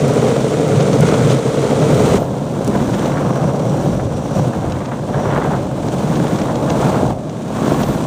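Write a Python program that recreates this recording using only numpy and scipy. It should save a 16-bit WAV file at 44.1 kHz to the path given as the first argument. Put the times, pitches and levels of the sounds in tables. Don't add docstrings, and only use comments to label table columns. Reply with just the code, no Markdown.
import sys
import numpy as np
from scipy import signal
from scipy.fft import rfft, irfft
from scipy.io import wavfile
from scipy.ndimage import uniform_filter1d

SR = 44100
rng = np.random.default_rng(int(sys.argv[2]) if len(sys.argv) > 2 else 0)


def generate_wav(sig):
    pcm = np.round(np.clip(np.atleast_2d(sig).T, -1, 1) * 32767).astype(np.int16)
    wavfile.write(sys.argv[1], SR, pcm)


N = 355446

# (f/Hz, width/Hz, relative level between the wheels/dB, relative level beside one/dB)
FLEX_MODES = [(112.3, 43, -9, -5.5), (139.2, 34, 1, 2), (163.6, 9.6, -3.5, 0.5)]
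TWIST_MODES = [(188, 39.7, 2.5, -0.5), (246.4, 55, 4.5, 0), (291, 101, 1, -3.5)]
# (t/s, share between the wheels: 1 between, 0 beside one)
POSITION = [(2.16, 1), (2.2, 0)]
# (t/s, roar level before trim/dB, grit level before trim/dB)
RIDE_BETWEEN = [(0.0, -17, -34), (0.27, -14, -32), (0.42, -18.5, -34.5), (0.8, -15.5, -33.5),
                (1.32, -17, -31), (1.4, -19, -35), (1.65, -16.5, -33.5), (2.05, -14.5, -31),
                (2.17, -15.0, -29.5)]
RIDE_BESIDE = [(2.19, -20, -40), (2.27, -23.5, -43), (2.5, -25.5, -42.0), (2.76, -21.5, -38),
               (2.9, -24.5, -38.0), (3.05, -21.5, -36), (3.15, -21.5, -40.0), (3.6, -20, -41.0),
               (3.88, -23, -38.5), (4.05, -24.0, -43.5), (4.28, -26, -42.0), (4.38, -19, -37.5),
               (4.52, -24.5, -41.5), (4.97, -28.5, -44.5), (5.2, -20, -41.5), (5.52, -20.5, -40),
               (5.7, -26, -43.5), (6.0, -23, -38.0), (6.35, -23, -37), (6.55, -21, -40), (6.87, -18, -34.5),
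               (7.11, -20.5, -40.5), (7.15, -28, -48), (7.45, -30.5, -43.5), (7.68, -22, -34.5),
               (7.85, -22, -36.5), (8.06, -25.5, -38.5)]


def from_db(db):
    return 10 ** (np.asarray(db) / 20)


def rms_one(x):
    return x / np.sqrt(np.mean(x ** 2) + 1e-20)


def steady(x, seconds=0.11):
    running_power = uniform_filter1d(x * x, int(seconds * SR))
    return x / np.sqrt(running_power + 1e-12)


def in_time(rows):
    times, *columns = np.transpose(rows)
    return [np.interp(np.arange(N) / SR, times, column) for column in columns]


def drift(rate_hz):
    step = 40
    r = np.exp(-2 * np.pi * rate_hz * step / SR)
    warm_up = 2000
    noise = rng.standard_normal(N // step + 2 + warm_up)
    slow = signal.lfilter([1], [1, -2 * r, r * r], noise)[warm_up:]
    return np.interp(np.arange(N) / step, np.arange(len(slow)), rms_one(slow))


def cut(x, hz, kind, order=2):
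    return signal.sosfilt(signal.butter(order, hz, kind, fs=SR, output="sos"), x)


def response(spectrum, size=4096):
    hz, db = np.transpose(spectrum)
    log_pitch = np.log(np.fft.rfftfreq(size, 1 / SR) + 1)
    gain = from_db(np.interp(log_pitch, np.log(hz), db))
    cepstrum = irfft(np.log(gain))
    cepstrum[1:size // 2] *= 2
    cepstrum[size // 2 + 1:] = 0
    pulse = irfft(np.exp(rfft(cepstrum)))
    return pulse / np.abs(pulse).max()


def colour(x, spectrum):
    return signal.oaconvolve(x, response(spectrum))[:N]


def resonate(x, modes, between=0):
    out = 0
    for k, (hz, width, between_db, beside_db) in enumerate(modes):
        r = np.exp(-np.pi * width / SR)
        poles = [1, -2 * r * np.cos(2 * np.pi * hz / SR), r * r]
        ring = (1 - r * r) / 2 * signal.lfilter([1, 0, -1], poles, x + 1e-18)
        gain = between * from_db(between_db) + (1 - between) * from_db(beside_db)
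        out = out + (-1) ** k * gain * ring
    return out


def contacts(per_s, spread_db):
    sizes = from_db(spread_db * np.minimum(rng.exponential(1, N), 4))
    signs = rng.choice([-1, 1], N)
    return rms_one(sizes * signs * (rng.random(N) < per_s / SR))


def strikes(events):
    out = np.zeros(N)
    for s, db in events:
        out[int(np.clip(s * SR, 0, N - 1))] += from_db(db)
    return out


def bursts(events, decay_s):
    return signal.lfilter([1], [1, -np.exp(-1 / (decay_s * SR))], strikes(events) + 1e-18)


def swells(events):
    t = np.arange(N) / SR
    total = 0
    for middle, length, *db in events:
        arch = np.cos(np.pi * np.clip((t - middle) / length, -.5, .5))
        total = total + np.outer(from_db(db), arch)
    return total


def follow(law):
    between_db, beside_db, per_roar, per_grit = law
    roar_db, grit_db = in_time(RIDE_BETWEEN + RIDE_BESIDE)
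    between, = in_time(POSITION)
    swing_db = per_roar * (roar_db - roar_db.mean()) + per_grit * (grit_db - grit_db.mean())
    return from_db(between * between_db + (1 - between) * beside_db + swing_db)


def wheels(road, between):
    # (f/Hz, width/Hz, relative level between the wheels/dB, relative level beside one/dB)
    wheel_modes = [(395, 50, -4, -3.5), (441, 62, 1, -1), (529.6, 135, -5, -3.5), (734, 130, -8.5, -3),
                   (828, 384, -15.5, -9.5)]
    thinning, thinning_hz = 0.86, 750
    whirr_start_hz, whirr_climb_hz_per_s = 491.6, 20.6
    t = np.arange(N) / SR
    roar = resonate(road * contacts(per_s=2500, spread_db=0.5), wheel_modes, between)
    roar = roar - thinning * (t / t[-1]) ** 2 * cut(roar, thinning_hz, "low", order=1)
    roar = steady(cut(cut(roar, 333, "high"), 770, "low", order=3))
    turn = 2 * np.pi * np.cumsum(whirr_start_hz + whirr_climb_hz_per_s * t) / SR
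    whirr = rms_one(road * (drift(45) * np.cos(turn) + drift(45) * np.sin(turn)))
    return steady(roar + from_db(-9.5) * (1 - between) * whirr, seconds=0.071)


def deck(road, between):
    # (level between the wheels at average roar and grit/dB,
    # the same beside one/dB, change per roar [dB per dB], change per grit [dB per dB])
    flex_law = (-23.5, -22, 0.8, -0.13)
    twist_law = (-24, -19.5, 0.2, 0.69)
    # (middle t/s, length/s, flexing level/dB, twisting level/dB)
    ripples = [(0.08, .3, -17.5, -32), (0.78, 0.24, -15, -42), (0.93, 0.14, -33, -17),
               (1.04, 0.16, -11, -28), (1.28, 0.34, -14, -38), (1.89, .27, -15.5, -23),
               (2.8, .45, -26, -19), (3.27, 0.12, -20, -19), (3.44, 0.13, -16, -35),
               (3.72, 0.089, -16.5, -26), (3.89, 0.19, -23, -20), (4.42, .2, -17, -38),
               (6.2, .4, -23, -20.5)]
    flex = resonate(road * contacts(per_s=2000, spread_db=1.5), FLEX_MODES, between)
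    flex = steady(cut(cut(flex, 66, "high"), 236, "low"), seconds=0.19)
    twist = resonate(road * contacts(per_s=1500, spread_db=2.5), TWIST_MODES, between)
    twist = steady(cut(cut(twist, 157, "high"), 415, "low", order=3))
    ripple_flex, ripple_twist = swells(ripples)
    flex_gain = np.hypot(follow(flex_law), ripple_flex)
    twist_gain = np.hypot(follow(twist_law), ripple_twist)
    return flex_gain * flex + twist_gain * twist


def scrub(road, between):
    # (f/Hz, width/Hz, relative level between the wheels/dB, relative level beside one/dB)
    tread_modes = [(841, 300, -2, 3.5), (1158, 281, 0, 3.5), (1366, 270, -2, -0.5), (1764, 250, -34, -16.5),
                   (2010, 370, -14.5, -21.5)]
    # (f/Hz, relative level/dB)
    rasp_spectrum = [(900, -38), (1400, 10.5), (1900, 10.5), (2400, 0), (2900, -3), (3600, -3.5),
                     (7000, -39)]
    # (level between the wheels at average roar and grit/dB,
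    # the same beside one/dB, change per roar [dB per dB], change per grit [dB per dB])
    scrub_law = (-36, -30.5, 0.22, 1.07)
    rasp_law = (-47, -66.5, -2.5, 1.4)
    # (middle t/s, length/s, rasp level/dB, scrub level/dB)
    harder_scrubs = [(1.09, .3, -46, -27.5), (2.77, .18, -38, -32), (3.08, 0.53, -39.5, -45),
                     (3.3, 0.71, -77, -30), (4.8, 0.64, -45, -35), (5.36, 0.57, -37, -26.5),
                     (6.27, 0.75, -41, -43), (6.85, 0.11, -39, -24.5), (6.96, .14, -39, -26),
                     (7.7, 0.49, -41, -31.5)]
    slips = resonate(road * contacts(per_s=1800, spread_db=-1.5), tread_modes, between)
    soft = steady(cut(cut(slips, 790, "high"), 2620, "low"), seconds=0.077)
    sharp = steady(colour(road * contacts(per_s=500, spread_db=4.5), rasp_spectrum), seconds=0.07)
    harder_rasp, harder_scrub = swells(harder_scrubs)
    soft_gain = np.hypot(follow(scrub_law), harder_scrub)
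    sharp_gain = np.hypot(follow(rasp_law), harder_rasp)
    return soft_gain * soft + sharp_gain * sharp


def grit(road):
    # (f/Hz, relative level/dB)
    grit_spectrum = [(900, -26.5), (1600, 0), (2100, -2.5), (2750, -1.5), (3400, 0), (4000, -1.5),
                     (4500, -4.5), (5200, -6), (5800, -2), (6600, -2.5), (8000, -4), (9400, -6),
                     (12300, -19.5), (15300, -25)]
    crackle = road * contacts(per_s=5000, spread_db=3.0)
    fine = steady(colour(crackle + rng.standard_normal(N), grit_spectrum))
    caught = np.abs(contacts(per_s=24, spread_db=1.5))
    pops = signal.lfilter([1], [1, -np.exp(-1 / (0.0078 * SR))], caught + 1e-18)
    coarse = rms_one(colour(pops * rng.standard_normal(N), grit_spectrum))
    return fine + from_db(-10) * coarse


def bearing():
    race = resonate(rng.standard_normal(N), [(5770, 320, 0, 0)])
    race = rms_one(cut(race, 4500, "high"))
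    return race * from_db(2 * drift(14))


def bumps():
    # (t/s, strength before filtering/dB)
    bump_events = [(0.378, -7), (0.444, -7), (0.597, -3), (0.699, -10), (0.804, -8), (0.999, -5),
                   (1.124, -1), (1.305, -5.5), (2.003, -2), (2.145, -2), (2.22, -6), (2.609, -9),
                   (2.753, -4), (3.058, -6.5), (3.861, -7.5), (4.644, -7), (6.251, -8), (6.702, -9),
                   (6.872, -5), (7.031, -4), (7.174, -12), (7.504, -12.5), (7.619, -7), (7.68, -2),
                   (7.719, -1), (7.836, -8)]
    # (f/Hz, relative level/dB)
    push_spectrum = [(40, -69), (150, 10), (400, 10.0), (700, 8.0), (1300, -26.0), (2500, -62), (6000, -87)]
    hits = strikes(bump_events)
    push = colour(hits, push_spectrum)
    ring = cut(resonate(hits, FLEX_MODES + TWIST_MODES), 600, "low")
    return ring - from_db(1.0) * push


def skids():
    # (t/s, strength before smoothing/dB)
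    skid_events = [(2.7536, -35), (3.1672, -21.5), (3.9948, -25), (4.5287, -23.5), (4.6454, -30),
                   (4.8145, -28), (4.915, -20.5), (5.1392, -17.5), (5.3044, -19.5), (5.3228, -20),
                   (5.3597, -16), (5.4144, -18), (5.5344, -18), (6.4834, -21), (6.6744, -24), (7.5622, -25)]
    # (f/Hz, relative level/dB)
    skid_spectrum = [(300, -35), (700, 15), (1200, 12), (1800, 5), (2500, -9.5), (3500, -9.5),
                     (6000, -37.5)]
    rasp = steady(colour(contacts(per_s=1800, spread_db=4.5), skid_spectrum), seconds=0.009)
    swell = cut(bursts(skid_events, decay_s=0.016), 150, "low", order=1)
    return from_db(-1.0) * rasp * swell


def crunches(grit_db):
    # (middle t/s, length/s, strength before trim/dB)
    crunch_events = [(0.304, .018, -33), (0.808, .02, -24), (0.932, .012, -26), (1.09, .014, -27),
                     (1.142, .02, -24), (1.316, 0.07, -26.5), (2.775, .01, -31), (2.822, .008, -33),
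                     (2.942, .035, -30), (2.995, .01, -28.5), (3.06, .014, -29), (4.723, .008, -28),
                     (4.859, .012, -32.5), (5.886, .008, -26.5), (6.159, .016, -28), (6.27, .016, -30),
                     (6.389, .012, -28), (6.418, .012, -27), (6.558, .01, -27.5), (6.703, 0.015, -22.5),
                     (7.297, .008, -32.5), (7.835, .02, -25.5)]
    # (f/Hz, relative level/dB)
    crunch_spectrum = [(500, -12), (1300, 21.5), (2100, 16.5), (3200, 20), (4500, 14.5), (7000, 15),
                       (10000, -40), (15000, -34)]
    crack_db = 10
    loose_per_s, loose_db = 14, 12
    loose = (rng.random(N) < loose_per_s / SR) * (2 * rng.random(N) - 1) * from_db(grit_db + loose_db)
    main_cracks = strikes([(s, db + crack_db) for s, _, db in crunch_events])
    cracks = colour(main_cracks + loose, crunch_spectrum)
    splinters = steady(colour(contacts(per_s=5000, spread_db=2.5), crunch_spectrum), seconds=.01)
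    crushing, = swells(crunch_events)
    return cracks + from_db(-4) * splinters * crushing


def chips():
    # (t/s, strength before trim/dB)
    chip_events = [(0.081, -20), (0.1371, -22), (0.6804, -22), (1.0083, -13.5), (1.309, -19), (1.331, -18),
                   (2.6467, -22), (2.6773, -15)]
    # (f/Hz, relative level/dB)
    chip_spectrum = [(2500, -21), (5500, -1), (7500, 2), (10000, 1.5), (13000, -8), (16000, -7)]
    tick = colour(strikes(chip_events), chip_spectrum)
    rattle = rms_one(colour(rng.standard_normal(N), chip_spectrum)) * bursts(chip_events, decay_s=0.0014)
    return from_db(2) * tick + from_db(-4) * rattle


def wind(road):
    # (f/Hz, relative level/dB)
    gust_spectrum = [(15, -58), (28, -2), (45, 10), (70, 14), (95, 19.5), (150, 11.5), (400, -58.5)]
    air_spectrum = [(3000, -14), (7000, -25), (10000, 8.5), (15500, 9)]
    # (level between the wheels at average roar and grit/dB,
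    # the same beside one/dB, change per roar [dB per dB], change per grit [dB per dB])
    buffet_law = (-41, -31.5, .6, 0.6)
    air_law = (-56, -47.5, 0, 1.45)
    # (middle t/s, length/s, thumping level/dB, hiss level/dB)
    gusts = [(2.08, 0.53, -24.5, -43), (2.82, .32, -27, -57), (4.05, .6, -25, -75),
             (4.69, 0.32, -23.5, -58), (5.5, 1.5, -30, -60), (7.1, 0.36, -28, -59),
             (7.85, 0.34, -28.5, -39)]
    lumps = from_db(2 * drift(12))
    eddies = steady(colour(rng.standard_normal(N), gust_spectrum) * lumps)
    air = steady(colour(road * rng.standard_normal(N), air_spectrum))
    gust_buffet, gust_air = swells(gusts)
    buffet_gain = np.hypot(follow(buffet_law), gust_buffet)
    air_gain = np.hypot(follow(air_law), gust_air)
    return buffet_gain * eddies + air_gain * air


def scene():
    # (middle t/s, length/s, level before flutter/dB)
    loads = [(3.55, 2.8, -49), (4.38, 0.17, -45), (5.22, .35, -48), (6.76, 0.35, -55)]
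    roar_db, grit_db = in_time(RIDE_BETWEEN + RIDE_BESIDE)
    between, = in_time(POSITION)
    load, = swells(loads)
    road = from_db(0.95 * drift(27) + 1.28 * drift(100))
    rumble = from_db(roar_db - 0.13) * wheels(road, between) + deck(road, between)
    hiss = from_db(grit_db + 0.52) * grit(road) + load * bearing()
    debris = bumps() + skids() + crunches(grit_db) + chips()
    mix = rumble + scrub(road, between) + hiss + debris + wind(road)
    return mix[None]


def record(dry):
    notch_hz, notch_q, cutoff_hz = 11270, 4, 15300
    heard = signal.lfilter(*signal.iirnotch(notch_hz, notch_q, fs=SR), dry)
    heard = heard / (1 + heard ** 8) ** (1 / 8)
    return signal.sosfilt(signal.ellip(10, .2, 70, cutoff_hz, fs=SR, output="sos"), heard)


dry = scene()
out = record(dry)
generate_wav(out)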